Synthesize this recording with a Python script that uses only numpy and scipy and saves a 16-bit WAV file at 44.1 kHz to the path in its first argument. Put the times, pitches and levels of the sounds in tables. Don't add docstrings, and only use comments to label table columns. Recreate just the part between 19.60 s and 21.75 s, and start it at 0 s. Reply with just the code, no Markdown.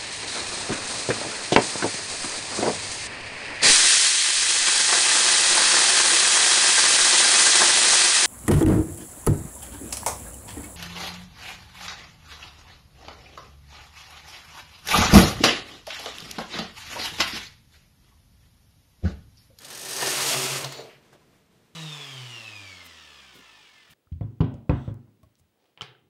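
import sys
import numpy as np
from scipy import signal
from scipy.fft import rfft, irfft, next_fast_len
from scipy.io import wavfile
from scipy.ndimage import map_coordinates

SR = 44100
rng = np.random.default_rng(int(sys.argv[2]) if len(sys.argv) > 2 else 0)


def makeup_ratio(level_db):
    decades = np.asarray(level_db, float) / 20
    return 10 ** decades


def transcribe(u):
    v = np.clip(np.atleast_2d(u).T, -1, 1)
    q = np.round(v * 32767).astype(np.int16)
    wavfile.write(sys.argv[1], SR, q)


N = 94815


def unit(x):
    return x / np.sqrt(np.mean(x ** 2) + 1e-20)


def along(points, hz):
    f, v = np.transpose(points)
    return np.interp(np.log(hz + 1), np.log(f + 1), v)


def curves(rows):
    s, *columns = np.transpose(rows)
    return [np.interp(np.arange(N) / SR, s, column) for column in columns]


def wobble(rate):
    knots = rng.standard_normal(int(N * rate / SR) + 4)
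    return map_coordinates(knots, [np.arange(N) * rate / SR])


def filtered(x, response):
    m = next_fast_len(N + SR // 2)
    return irfft(rfft(x, m) * response(np.fft.rfftfreq(m, 1 / SR)), m)[:N]


def shaped(x, spectrum):
    return unit(filtered(x, lambda hz: makeup_ratio(along(spectrum, hz))))


def ringing(x, peaks):
    def response(f):
        total = 0
        for k, (centre, width, db) in enumerate(peaks):
            damping = 1j * f * width
            total = total + (-1) ** k * makeup_ratio(db) * damping / (centre * centre - f * f + damping)
        return total
    return filtered(x, response)


def rattle(spread_db, rate):
    return unit(rng.standard_normal(N) * makeup_ratio(spread_db * wobble(rate)))


def since(s):
    return np.maximum(np.arange(N) / SR - s, 0)


def swell(s, db, hz, t60, rise):
    t = since(s)
    return makeup_ratio(db + 9 - 60 * t / t60) * (1 - np.exp(-t / rise)) ** 2 * np.sin(2 * np.pi * hz * t)


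def room_tone():
    # hz, level_db per Hz
    tone_spectrum = [(12, -35), (20, -14), (106, -5.5), (171, -4), (404, -10.5), (439, -6.5), (549, -16),
                     (3260, -22), (15500, -35)]
    calm_db = -2 * (np.arange(N) / SR - 1.9)
    return makeup_ratio(-62.5 + calm_db + .8 * wobble(8)) * shaped(rattle(.8, 40), tone_spectrum)


def walls(x):
    # hz, t60_s
    decay = [(200, 0.46), (2000, 0.4), (10000, 0.11)]
    hz, t, z = signal.stft(rng.standard_normal(SR // 2), SR, nperseg=256)
    z = z * makeup_ratio(-60 * t / along(decay, hz)[:, None])
    tail = signal.istft(z, SR, nperseg=256)[1]
    delayed = np.pad(x, (300, 0))
    return signal.fftconvolve(delayed, tail / np.linalg.norm(tail))[:N]


def hand():
    # start_s, bump_db, rustle_db
    tugs = [(1.38, -90, -95), (1.43, -64, -67), (1.515, -65, -67), (1.533, -56, -61), (1.553, -53, -68),
            (1.572, -66, -74), (1.62, -66, -78), (1.7, -70, -90), (1.85, -90, -100)]
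    # hz, level_db per Hz
    fabric = [(40, -12), (80, -2), (200, 0), (650, -4), (1000, -15), (2500, -19), (6000, -29), (13000, -44)]
    # hz, level_db per Hz
    yarn = [(400, -8), (1200, 0), (2500, 0), (6000, -6), (10000, -13), (15000, -36)]
    bump_db, rustle_db = curves(tugs)
    bumps = makeup_ratio(bump_db) * shaped(rattle(1.5, 70), fabric)
    return bumps + makeup_ratio(rustle_db) * shaped(rattle(1.5, 300), yarn)


def rail():
    # centre_hz, width_hz, level_db
    rail_modes = [(2050, 60, -5), (3570, 90, -7), (3870, 70, -4), (4220, 110, 0), (4480, 120, -3),
                  (4760, 70, -2), (5440, 70, -7), (5940, 90, -4), (6840, 70, -9), (7070, 60, -3)]
    # start_s, level_db
    coast = [(1.06, -110), (1.09, -49), (1.14, -47), (1.16, -46.5), (1.2, -47.5), (1.235, -54), (1.25, -62),
             (1.31, -110)]
    # centre_hz, width_hz, level_db
    runners = [(431, 70, -1), (510, 50, -4), (595, 45, 0), (720, 70, -5)]
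    # start_s, level_db
    groan_level = [(1.1, -90), (1.125, -51), (1.15, -54), (1.168, -43), (1.222, -45), (1.235, -54),
                   (1.25, -49), (1.292, -52), (1.305, -62), (1.36, -85)]
    # centre_hz, width_hz, level_db
    tip_modes = [(7070, 70, 0), (6840, 70, -6)]
    # start_s, level_db
    tip_level = [
        (1.07, -110),
        (1.095, -55),
        (1.14, -56),
        (1.18, -66),
        (1.22, -110),
    ]
    # start_s, level_db
    brake = [
        (1.24, -110),
        (1.3, -53.5),
        (1.365, -60.5),
        (1.385, -67),
        (1.43, -110),
    ]
    # hz, level_db per Hz
    brush = [(900, -17), (1800, -2.5), (2500, -2), (3100, -4), (3600, -16), (5000, -13), (8000, -40)]
    rung = ringing(rattle(1.1, 250), rail_modes)
    song = makeup_ratio(curves(coast)[0]) * unit(ringing(rung, [(3820, 3200, 0)]))
    groan = makeup_ratio(curves(groan_level)[0]) * unit(ringing(rattle(3.5, 90), runners))
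    tip = makeup_ratio(curves(tip_level)[0]) * unit(ringing(rattle(1.3, 230), tip_modes))
    drag = makeup_ratio(curves(brake)[0]) * shaped(rattle(1.5, 200), brush)
    return song + groan + tip + drag


def boom():
    # start_s, level_db
    jolts = [(.285, -43), (.41, -39), (.47, -45), (.53, -45), (.59, -44), (.63, -41), (.728, -35),
             (.758, -31), (.82, -35), (.89, -35), (.915, -34), (.945, -36), (1.03, -32), (1.055, -37),
             (1.175, -45), (1.33, -54), (1.35, -57), (1.527, -54), (1.595, -57)]
    boom_hz, t60_s, rise_s = 136, .16, .016
    out = 0
    for s, db in jolts:
        in_step = np.round(s * boom_hz) / boom_hz
        out = out + swell(in_step, db, boom_hz, t60_s, rise_s)
    return out


def knocks():
    # start_s, dull_db, bright_db, length_s
    contacts = [(0.0444, -52.5, -43, 0.017), (0.411, -36, -55, 0.0057), (0.425, -32, -42, 0.012),
                (0.459, -55, -29.5, 0.0069), (0.469, -29, -26, .011), (0.715, -36, -35, 0.018),
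                (0.731, -29, -31.5, 0.028), (0.766, -26, -41, 0.0041), (.772, -37, -22.5, .0035),
                (1.043, -30.5, -28, 0.0082), (1.121, -36, -38, 0.0092), (1.526, -55.5, -69, 0.02),
                (1.62, -71, -78, 0.013)]
    # start_s, level_db, pitch_hz, t60_s
    shell_rings = [(.412, -36, 450, .04), (.423, -26, 480, .04), (.423, -24, 730, .04),
                   (.423, -24, 1000, .04), (.425, -33, 1800, .04), (.472, -28, 560, .035),
                   (.475, -29, 1100, .03), (.472, -31, 1420, .03), (.468, -34, 372, .1),
                   (.703, -35, 640, .15), (.722, -33, 630, .08), (.735, -28, 705, .06),
                   (.761, -30, 650, .04), (1.545, -58, 590, .08), (1.612, -65, 1010, .1)]
    # hz, level_db per Hz
    dull_spectrum = [(60, -30), (200, -9), (450, -1), (1000, 0), (2000, -4), (4000, -20)]
    # hz, level_db per Hz
    bright_spectrum = [(500, -4), (1500, -8), (3500, 8.5), (7000, 4), (10000, -3), (15500, -22)]
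    dull = shaped(rattle(2, 400), dull_spectrum)
    bright = shaped(rattle(2, 1200), bright_spectrum)
    out = sum(swell(s, db, hz, t60, .004) for s, db, hz, t60 in shell_rings)
    for s, dull_db, bright_db, length in contacts:
        t = since(s)
        shape = (1 - np.exp(-t / 0.0012)) * np.exp(-(t / length) ** 2)
        out = out + shape * (makeup_ratio(dull_db) * dull + makeup_ratio(bright_db) * bright)
    return out


def thrum():
    # start_s, rate_hz (needles a second), level_db
    push = [(.55, 130, -90), (.63, 148, -50), (.648, 153, -37), (.68, 154, -39), (.71, 152, -46),
            (.73, 126, -43), (.745, 126, -34.5), (.862, 126.6, -34.5), (.88, 127.4, -47),
            (1.03, 124.7, -50), (1.08, 123, -100)]
    orders = [(1, -15), (2, -8), (3, 0), (4, -16)]
    rate, level_db = curves(push)
    phase = 2 * np.pi * np.cumsum(rate * (1 + .003 * wobble(30))) / SR
    return makeup_ratio(level_db) * sum(makeup_ratio(db + wobble(20)) * np.sin(k * phase + k) for k, db in orders)


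def needles():
    # start_s, clatter_db, cam_load_db over the clatter, shake_db of the table over it
    stroke = [(0, -57, -2, 0), (.02, -51.5, 0, -9), (.12, -44.5, -2.5, -6.5), (.27, -40, -3, -8),
              (.4, -32, -5, -8), (.43, -29.5, -1, -6), (.52, -29.5, -3, -10), (.64, -28, -2.5, -10.5),
              (.715, -25.5, -4, -14), (.75, -30, -1.5, -8.5), (.97, -32.5, -1.5, -8.5),
              (1.02, -38, 1, -0.5), (1.06, -44.5, 5.5, 5), (1.1, -49.5, 1, 1.5), (1.14, -53.5, 7.5, 2),
              (1.19, -60.5, 12, 14.5), (1.29, -66, 7, 10.5), (1.4, -87.5, 14, 18.5)]
    # start_s, level_db over the clatter
    tick_events = [(.005, 2), (.018, 3), (.033, -3), (.0465, 4), (.052, 1), (.0655, -2), (.0827, 1),
                   (.1037, 5), (.109, -3), (.128, 2), (.1486, 1), (.153, -2), (.1745, 2), (.1935, 0),
                   (.215, 1), (.2315, -3), (.2505, 0), (.257, -3), (.2845, -1), (.2935, -1), (.309, -2),
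                   (.332, -4), (.364, -3)]
    # start_s, level_db
    between = [(.03, -8), (.07, -5), (.28, 0)]
    # hz, level_db
    tick_tilt = [(4000, -1), (9000, 1), (14000, 5)]
    # hz, level_db per Hz
    butts = [(1470, -19), (2500, 5), (3170, 0), (6160, 6), (7350, 1), (8760, 2), (10100, -1), (12900, -16),
             (15600, -45)]
    # centre_hz, width_hz, level_db
    latches = [(4710, 900, -1.5), (5580, 620, -0.5), (6720, 1020, -1), (8410, 850, 3), (9080, 1180, 0),
               (11230, 1270, -5), (13000, 1060, -7)]
    # hz, level_db per Hz
    cam_spectrum = [(400, -18.5), (900, -1), (1300, 1), (2000, -5), (2900, -1), (4000, -1), (5500, -7),
                    (9000, -19)]
    # centre_hz, width_hz, level_db
    free_plates = [(388, 9.8, -6), (1805, 120, -5.5)]
    # centre_hz, width_hz, level_db
    loaded_plates = [(2065, 230, 3.5), (2825, 600, 0), (3460, 190, -6.5), (3990, 97, -14)]
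    # centre_hz, width_hz, level_db
    table_modes = [(136.8, 9.5, 0), (273.6, 51, -6), (384, 88, -4.5), (472.5, 48, -2), (553, 99, -2.5),
                   (792, 380, -7)]
    # hz, level_db per Hz
    deep = [(20, -28), (40, -18), (70, -6), (100, 0), (130, -2), (200, -12)]
    level_db, load_db, shake_db = curves(stroke)
    seconds = np.arange(N) / SR
    load = np.interp(seconds, (0.44, 0.684), (0, 1))
    far = np.interp(seconds, (1, 1.31), (0, 1))

    ticks = 0
    for s, db in tick_events:
        t = since(s)
        body = makeup_ratio(db - 60 * t / .038)
        snap = makeup_ratio(db + 3 - 60 * t / .007)
        ticks = ticks + (1 - np.exp(-t / .0007)) * (body + snap)

    plain = shaped(rattle(1.3, 900), butts)
    steel = unit(plain + makeup_ratio(-0.5) * unit(ringing(rattle(1.6, 700), latches)))
    notched = filtered(steel, lambda hz: makeup_ratio(-6 * np.exp(-((hz - 7400) / 330) ** 2)))
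    steel = notched * (1 - load) + steel * load
    distant = filtered(steel, lambda hz: 1 / (1 + (hz / 9500) ** 4))
    steel = steel * (1 - far) + far * distant
    clatter = steel * makeup_ratio(curves(between)[0] + wobble(44.77))
    high = makeup_ratio(level_db) * (clatter + shaped(steel, tick_tilt) * ticks)

    free = unit(ringing(rattle(0.82, 400), free_plates))
    loaded = unit(ringing(rattle(0.86, 400), loaded_plates))
    plates = np.sqrt(1 - load) * free + np.sqrt(load) * loaded
    cams = unit(shaped(rattle(1.2, 500), cam_spectrum) + makeup_ratio(-5.5) * plates)
    cams = cams * makeup_ratio(level_db + load_db + 1.26 * wobble(34.82))

    table = unit(ringing(rattle(1.2, 150), table_modes)) + makeup_ratio(-15) * shaped(rattle(1.5, 15), deep)
    return high + cams + table * makeup_ratio(level_db + shake_db)


def scene():
    ends = makeup_ratio(curves([(1.42, 0), (1.6, -40)])[0])
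    machine = needles() * ends + knocks() + rail() + hand()
    reverberation = makeup_ratio(-12) * walls(machine)
    return (machine + thrum() + boom() + reverberation + room_tone())[None]


def band_limit(x):
    return signal.sosfilt(signal.butter(12, 15700, fs=SR, output="sos"), x)


def record(dry):
    wide = filtered(dry[0], lambda hz: hz < 15720)
    narrow = filtered(dry[0], lambda hz: hz < 15120)
    quiet = np.clip((np.arange(N) / SR - 1.195) / .02, 0, 1)
    return band_limit((wide + quiet * (narrow - wide))[None])


dry = scene()
out = record(dry)
transcribe(out)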